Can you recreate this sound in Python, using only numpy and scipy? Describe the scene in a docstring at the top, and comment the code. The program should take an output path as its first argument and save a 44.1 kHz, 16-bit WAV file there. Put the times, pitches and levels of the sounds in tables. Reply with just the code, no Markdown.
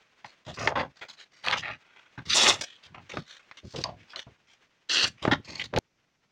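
"""A small, quiet room: a folding knife makes two quick slices through a hand-held sheet, close to the
microphone over a table. The edge snaps fibres by the thousand, heard as filtered random clicks with a sinking rasp.
Between the cuts fingers slide in fine stick-slip, and the sheet bends, buckles and flaps as it is turned
and laid down: kinks, snaps and low puffs of air. Faint brushing of the grip and room hush lie beneath."""
import sys
import numpy as np
from scipy import signal
from scipy.fft import rfft, irfft, next_fast_len
from scipy.io import wavfile

SR = 44100
rng = np.random.default_rng(int(sys.argv[2]) if len(sys.argv) > 2 else 0)


def pcm_store(signal):
    """Save signal as 16-bit PCM."""
    levels = np.round(np.clip(np.atleast_2d(signal), -1, 1) * 32767)
    wavfile.write(sys.argv[1], SR, levels.astype(np.int16).T)


N = 278271
T = np.arange(N) / SR
LONGEST = SR // 2  # longest single movement, in samples


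BITE_S, THROUGH_S = 0.008, 0.012  # attack of a slice; time the edge takes to come free
THROUGH_DB, RUN_OUT_DB = -10.5, -30.5  # force just after that and at the end of the run-out
HISS_BODY_HZ, HISS_TOP_HZ = 850, 9000
RASP_OCTAVES = -0.89  # the paper slackens over the cut and the rasp sinks
DRUM_GROWTH_DB = 7.5  # rise of the drumming from bite to end of cut
# air stirred as the strip comes free, level relative to the slice
PARTING_LEAD_S, PARTING_S, PARTING_DB = 0.015, 0.18, -24

# Spectrum of the snapping fibres: frequency [Hz], density [dB per Hz]
FIBRE_SPECTRUM = [(100, -29), (350, -10.5), (800, -15.5), (1700, -1), (2250, -8), (2700, -2.5), (3200, -8),
                  (3800, -3.5), (5300, -6.5), (6600, -12), (8500, -20.5), (10000, -34), (13500, -43.5),
                  (15500, -36)]
# Spectrum of the drumming sheet: frequency [Hz], density [dB per Hz]
SHEET_SPECTRUM = [(40, -25.5), (100, -21), (350, -6.5), (800, -1.5), (1400, 0.5), (3000, -8), (8000, -45)]
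# Strokes of the blade; in the first cut the tip nicks the sheet before the full edge enters.
# Columns: bite_s, cut_s, run_out_s [s]; level_db, swell_db over the stroke [dB];
# rasp_hz at the bite, before it wanders [Hz]; drum_db at the end of the cut, relative to the hiss [dB];
# echo_ms off the table [ms]; echo_strength [0-1]; body_db, top_db of the hiss [dB]
SLICES = [(2.298, 0.041, .04, -23, 2, 4060, -26, 0.83, 0.35, -12.5, -2.5),
          (2.348, 0.16, 0.098, -18.5, 2.5, 5000, -4, 0.31, 0.11, 2, 3.5),
          (4.897, 0.15, 0.05, -22.5, 2.5, 5140, -12.5, 0.686, 0.39, -0.5, -5.5)]


def slicing():
    """The edge snaps fibres in bunches; the sheet radiates each snap and drums as the blade tugs at it."""
    out = np.zeros(N)
    for (bite_s, cut_s, run_out_s, level_db, swell_db, rasp_hz, drum_db,
         echo_ms, echo_strength, body_db, top_db) in SLICES:
        t = np.arange(-BITE_S, cut_s + run_out_s, 1 / SR)
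        progress = np.clip(t / cut_s, 0, 1)
        force_times = [-BITE_S, 0, cut_s, cut_s + THROUGH_S, cut_s + run_out_s]
        force = undb(np.interp(t, force_times, [-30, -swell_db, 0, THROUGH_DB, RUN_OUT_DB]))

        snaps = grains(LONGEST, rate=8000, spread_db=1.5)
        snaps = snaps * catch(LONGEST, rate=550, depth_db=1.5)
        snaps = snaps * catch(LONGEST, rate=63, depth_db=1.5)
        radiated = ring(snaps, t60=0.008, wet_db=-5.5)[:len(t)]
        fibres = unit(colour(radiated, FIBRE_SPECTRUM))
        hiss_tilt = [(HISS_BODY_HZ, body_db), (2 * HISS_BODY_HZ, 0),
                     (HISS_TOP_HZ / 2, 0), (HISS_TOP_HZ, top_db)]
        fibres = colour(fibres, hiss_tilt)

        # the paper right at the edge rings higher the tighter it is pulled
        edge_hz = rasp_hz * 2 ** (RASP_OCTAVES * progress) * catch(len(t), rate=40, depth_db=4.3)
        fibres = fibres + undb(7.0) * resonance(fibres, edge_hz, 1.2)

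        drum_gain = undb(drum_db - DRUM_GROWTH_DB * (1 - progress))
        drumming = drum_gain * unit(colour(snaps[:len(t)], SHEET_SPECTRUM))
        sound = unit(fibres) + drumming
        # the echo off the table combs the sound
        echo = np.interp(t - echo_ms / 1000, t, sound)
        sound = (sound + echo_strength * echo) / np.hypot(1, echo_strength)
        add(out, bite_s - BITE_S, undb(level_db) * force * sound)

        parting_air = air(release(PARTING_S))
        add(out, bite_s + cut_s - PARTING_LEAD_S, undb(level_db + PARTING_DB) * parting_air)
    return out


# Spectrum of skin on paper, also used for the grip: frequency [Hz], density [dB per Hz]
SKIN_SPECTRUM = [(80, -5.5), (500, 6.5), (1500, 3.5), (4000, -5.5), (6500, -8.5), (8500, -20),
                 (10500, -30.5), (13500, -36.5), (15500, -21.5)]
# Steady slides of fingers or blade over the paper: start_s, length_s [s], level_db [dB], centre_hz [Hz]
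RUBS = [(.45, 0.097, -45.5, 3340), (.535, 0.036, -45, 5007), (.57, 0.14, -42, 5300),
        (1.17, 0.077, -47.5, 3560), (1.31, 0.15, -58.5, 3820), (1.435, 0.1, -33, 3720),
        (1.8, 0.33, -57.5, 2230), (2.252, 0.081, -42, 3780), (2.825, 0.055, -50.5, 3480),
        (3.26, .13, -47.5, 3570), (3.39, 0.062, -54, 3080), (3.63, 0.23, -54, 5500),
        (3.97, 0.093, -59, 2860), (4.08, 0.072, -53, 3600), (4.47, 0.1, -58.5, 3460),
        (5.06, 0.031, -33.5, 5200), (5.17, 0.11, -52.5, 2600), (5.44, 0.21, -43.5, 4560),
        (5.594, 0.033, -26, 2800)]
# A finger grabs, skids and stops: start_s, length_s [s], level_db [dB], centre_hz [Hz]
SCUFFS = [(.25, 0.096, -52, 4100), (.587, 0.038, -43.5, 3970), (.955, 0.16, -56.5, 3350),
          (1.01, 0.075, -41, 1840), (1.082, 0.086, -44, 4040), (1.567, 0.065, -31.5, 3770),
          (2.608, 0.052, -28, 5550), (2.635, 0.18, -44.5, 3200), (3.09, 0.093, -40.5, 3000),
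          (3.132, 0.16, -47.5, 3860), (3.568, 0.044, -42.5, 3430), (3.757, 0.13, -40, 4400),
          (4.157, 0.092, -37, 3570), (5.22, 0.1, -40, 3670), (5.637, 0.034, -34, 3840)]


def rubbing():
    """Fine stick-slip on the paper's grain; the held patch of sheet rings briefly."""
    out = np.zeros(N)
    for table, shape in (RUBS, swell), (SCUFFS, release):
        for start_s, length_s, level_db, centre_hz in table:
            force = shape(length_s)
            slips = grains(LONGEST, rate=7600, spread_db=1.0) * catch(LONGEST, rate=240, depth_db=5.0)
            patch = ring(slips, t60=0.016, wet_db=3)[:len(force)]
            skin = colour(patch, SKIN_SPECTRUM, centre_hz, q=0.9, floor_db=-20.0, peak_db=3)
            add(out, start_s, undb(level_db) * force * unit(skin))
    return out


RELAX_OCTAVES = 0.51  # kinks sink in pitch as a bend opens out
AIR_LINGER = 1.44  # the air moves this many times as long as the sheet

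# Spectrum of creasing paper, also used for the buckles: frequency [Hz], density [dB per Hz]
CREASE_SPECTRUM = [(30, -15.5), (90, 20), (1000, 4.5), (4000, 0.5), (6500, -9), (10000, -32.5),
                   (15500, -34.5)]
# The sheet is bent by hand: start_s, length_s [s], level_db [dB], centre_hz midway [Hz], air_db [dB]
BENDS = [(.465, 0.059, -41, 780, -40), (.565, .15, -33.5, 860, -38.5), (.775, 0.055, -31, 1900, -54),
         (1.435, 0.15, -30.5, 1110, -47), (1.62, 0.11, -33, 1560, -51), (2.25, .075, -56, 300.3, -43.5),
         (2.85, 0.17, -64, 1300, -54.5), (3.125, 0.073, -39.5, 720, -38.5), (3.63, 0.041, -51, 407, -41),
         (3.735, 0.082, -35.5, 582, -39.5), (3.89, 0.13, -65.5, 740, -56.5), (5.215, 0.14, -34, 650, -35.5),
         (5.45, 0.22, -47, 1690, -51), (5.727, 0.08, -28.5, 700, -29.5)]
# The bent sheet springs back: start_s, length_s [s], level_db [dB], centre_hz midway [Hz], air_db [dB]
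SPRINGS = [(.241, 0.064, -44, 670, -59.5), (.703, 0.05, -29.5, 820, -55), (.753, 0.13, -24, 900, -39.5),
           (1.01, 0.048, -40, 1700, -60), (1.522, 0.073, -22.5, 1820, -48), (1.708, 0.076, -39, 1700, -55),
           (2.175, 0.052, -39, 1180, -38.5), (2.943, 0.086, -43, 1145, -55), (3.092, 0.034, -46, 790, -57),
           (3.84, 0.12, -34.5, 880, -42), (4.131, 0.033, -41.5, 1240, -70), (4.16, 0.052, -43, 960, -74),
           (4.265, 0.065, -52.5, 608, -49.5), (5.036, 0.032, -34.5, 451, -42.5),
           (5.274, 0.026, -25.5, 1150, -37), (5.311, 0.055, -18, 1400, -39), (5.473, 0.1, -46, 325, -48)]


def bending():
    """Small kinks run through the sheet, higher the tighter the bend; each movement fans air."""
    out = np.zeros(N)
    for table, shape in (BENDS, swell), (SPRINGS, release):
        for start_s, length_s, level_db, centre_hz, air_db in table:
            force = shape(length_s)
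            kinks = grains(LONGEST, rate=2200, spread_db=4.5) * catch(LONGEST, rate=130, depth_db=3.5)
            patch = ring(kinks, t60=0.014, wet_db=0)[:len(force)]
            tight_hz = centre_hz * 2 ** (RELAX_OCTAVES / 2)
            slack_hz = centre_hz * 2 ** (-RELAX_OCTAVES / 2)
            tight = colour(patch, CREASE_SPECTRUM, tight_hz, q=0.89, floor_db=-40.0, peak_db=2.0)
            slack = colour(patch, CREASE_SPECTRUM, slack_hz, q=0.89, floor_db=-40.0, peak_db=2.0)
            opened = np.linspace(0, 1, len(force))
            sound = unit(force * ((1 - opened) * tight + opened * slack))
            # however the kinks fall, together they release the energy of the bend
            force_rms = np.sqrt(np.mean(force ** 2))
            add(out, start_s, undb(level_db) * force_rms * sound)
            add(out, start_s, undb(air_db) * air(shape(AIR_LINGER * length_s)))
    return out


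# The sheet buckles with a snap: time_s [s], level_db [dB], centre_hz [Hz],
# ring_s to fall 60 dB [s], mode_db height of the ringing mode [dB]
SNAPS = [(0.246, -37, 1740, 0.076, 6), (0.6742, -14, 1750, 0.024, 8.5), (.677, -17, 900, 0.094, 6),
         (1.101, -40.5, 4000, 0.022, 22), (1.4843, -17.5, 2520, 0.0054, 7), (1.512, -23, 3230, 0.0084, 0),
         (2.438, -25, 475.5, 0.034, 3), (2.4689, -15, 2700, 0.057, 3), (3.171, -23.5, 970, 0.056, -9),
         (3.513, -38, 1800, 0.044, 6), (3.8391, -21, 4770, 0.016, 14.5), (4.16, -30.5, 4120, 0.037, 15),
         (4.193, -32, 3370, 0.021, 9), (5.252, -16.5, 855, 0.028, 2), (5.277, -14.5, 235, 0.032, 2.5),
         (5.323, -15, 266, 0.045, 3), (5.7385, -24, 956, 0.032, -2), (5.763, -23, 2790, 0.075, -2.5),
         (5.776, -18, 810, 0.033, 7), (5.786, -29.5, 11000, 0.0067, 8)]


def buckling():
    """A bulge flips through: one sharp push, then a shiver that dies away."""
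    out = np.zeros(N)
    t = np.arange(SR // 8) / SR
    for time_s, level_db, centre_hz, ring_s, mode_db in SNAPS:
        shiver = grains(len(t), rate=6000, spread_db=2.5) * np.exp(-np.log(1000) * t / ring_s)
        push = 1.2 * shiver / np.linalg.norm(shiver)
        push[0] += 1
        sound = colour(push, CREASE_SPECTRUM, centre_hz, q=0.62, floor_db=-26.0, peak_db=mode_db)
        # the level is that of the whole snap's energy spread over 2.8 ms
        sound = sound * np.sqrt(0.0028 * SR) / np.linalg.norm(sound)
        add(out, time_s, undb(level_db) * sound)
    return out


# Spectrum of moving air: frequency [Hz], density [dB per Hz]
AIR_SPECTRUM = [(25, -27.5), (48, -18), (72, -1), (130, 0.5), (220, -6.5), (450, -21), (1500, -66)]


def air(force):
    """A swing of the sheet sends a few uneven puffs of air."""
    puffs = grains(LONGEST, rate=800, spread_db=5.0) * catch(LONGEST, rate=96, depth_db=2.5)
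    return force * unit(colour(puffs, AIR_SPECTRUM)[:len(force)])


ROOM_DB = -76.5
# Spectrum of the room's hush: frequency [Hz], density [dB per Hz]
ROOM_SPECTRUM = [(30, -6.5), (150, 5), (400, -2), (1500, -17), (3000, -18), (6000, -11), (9000, -32),
                 (15500, -35.5)]
# Level curve of the grip's faint brushing: time_s [s], level_db [dB]
GRIP = [(0, -63.5), (.8, -67.5), (1.85, -66.5), (2.8, -64), (4.1, -64), (4.7, -69.5), (5.7, -68),
        (5.82, -76)]


def background():
    """Skin brushing faintly on the sheet, as fine clicks, over the hush of the room, as steady noise."""
    brush = grains(N, rate=21000, spread_db=5.5) * catch(N, rate=45, depth_db=3.5)
    skin = unit(colour(brush, SKIN_SPECTRUM, 2600, q=1.0, floor_db=-7.0))
    grip = undb(np.interp(T, *np.transpose(GRIP))) * skin
    hush = unit(colour(rng.standard_normal(N), ROOM_SPECTRUM))
    return grip + undb(ROOM_DB) * hush


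def swell(length):
    """Force of a steady movement: it builds up, peaks 46% of the way through and lets go."""
    t = np.arange(0, length, 1 / SR)[:LONGEST]
    return np.interp(t / length, [0, 0.46, 1], [0, 1, 0]) ** 0.59


def release(length):
    """Force of a sudden movement: it peaks within 5 ms, then dies away."""
    t = np.arange(0, length, 1 / SR)[:LONGEST]
    return np.interp(t, [0, 0.005, length], [0, 1, 0]) ** 1.44


def grains(size, rate, spread_db):
    """Tiny clicks of random sign at random moments, rate per second, most small and a few large."""
    hit = rng.random(size) < rate / SR
    sign = rng.choice([-1, 1], size)
    return hit * sign * undb(spread_db * np.clip(rng.standard_normal(size), -2, 2))


def catch(size, rate, depth_db):
    """Uneven gain of a contact that catches and lets go, with rate new random levels per second."""
    step = np.arange(size) * rate / SR
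    count = int(step[-1]) + 2
    return undb(depth_db * np.interp(step, np.arange(count), rng.standard_normal(count)))


def ring(x, t60, wet_db):
    """Add a dense tail of reflections that falls 60 dB in t60 seconds."""
    t = np.arange(int(t60 * SR) + 2) / SR
    tail = rng.standard_normal(len(t)) * np.exp(-np.log(1000) * t / t60)
    return x + undb(wet_db) * signal.fftconvolve(x, tail / np.linalg.norm(tail))[:len(x)]


def resonance(x, hz, q):
    """Band-pass whose centre moves: fades between fixed resonances a third of an octave apart."""
    out = 0
    for centre in 1000 * 2 ** (np.arange(2, 11) / 3):
        share = np.maximum(1 - 3 * abs(np.log2(hz / centre)), 0)
        out = out + share * signal.lfilter(*signal.iirpeak(centre, q, fs=SR), x)
    return out


def colour(x, points, hz=None, q=1., floor_db=-30, peak_db=0):
    """Causal filter with the given spectrum; at hz, a broad hump topped by the sheet's strongest mode."""
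    size = 2 * next_fast_len(len(x) // 2 + 2048)
    f = np.maximum(np.arange(size // 2 + 1) * SR / size, 1)
    at, db = np.transpose(points)
    gain = undb(np.interp(np.log(f), np.log(at), db))
    if hz:
        detune = f / hz - hz / f
        hump = 1 / (1 + (q * detune) ** 2) + undb(floor_db)
        mode = undb(peak_db / (1 + (5 * detune) ** 2))
        gain = gain * hump * mode
    # folding the cepstrum gives minimum phase: nothing sounds before its click
    cepstrum = irfft(np.log(gain))
    cepstrum[1:size // 2] *= 2
    cepstrum[size // 2 + 1:] = 0
    return irfft(rfft(x, size) * np.exp(rfft(cepstrum)), size)[:len(x)]


def undb(db):
    """Decibels to amplitude."""
    return 10 ** (np.asarray(db) / 20)


def unit(x):
    """Scale to rms 1."""
    return x / np.sqrt(np.mean(x ** 2) + 1e-20)


def add(out, s, x):
    """Mix x in at time s, in seconds."""
    i = max(int(s * SR), 0)
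    out[i:i + len(x)] += x[:N - i]


LAID_FLAT_S = 5.789


def scene():
    """The paper in its small room; pressed flat on the table, it drops 38 dB within 2.7 ms."""
    paper = slicing() + rubbing() + bending() + buckling()
    pressed = undb(np.interp(T, [LAID_FLAT_S, LAID_FLAT_S + 0.0027], [0, -38]))
    in_room = ring(paper, t60=0.15, wet_db=-14.5)
    return (in_room * pressed + background())[None]


def record(dry):
    """The recorder steeply cuts the top above 15.9 kHz."""
    return signal.sosfilt(signal.ellip(10, 0.2, 70, 15900, fs=SR, output="sos"), dry)


dry = scene()
out = record(dry)
pcm_store(out)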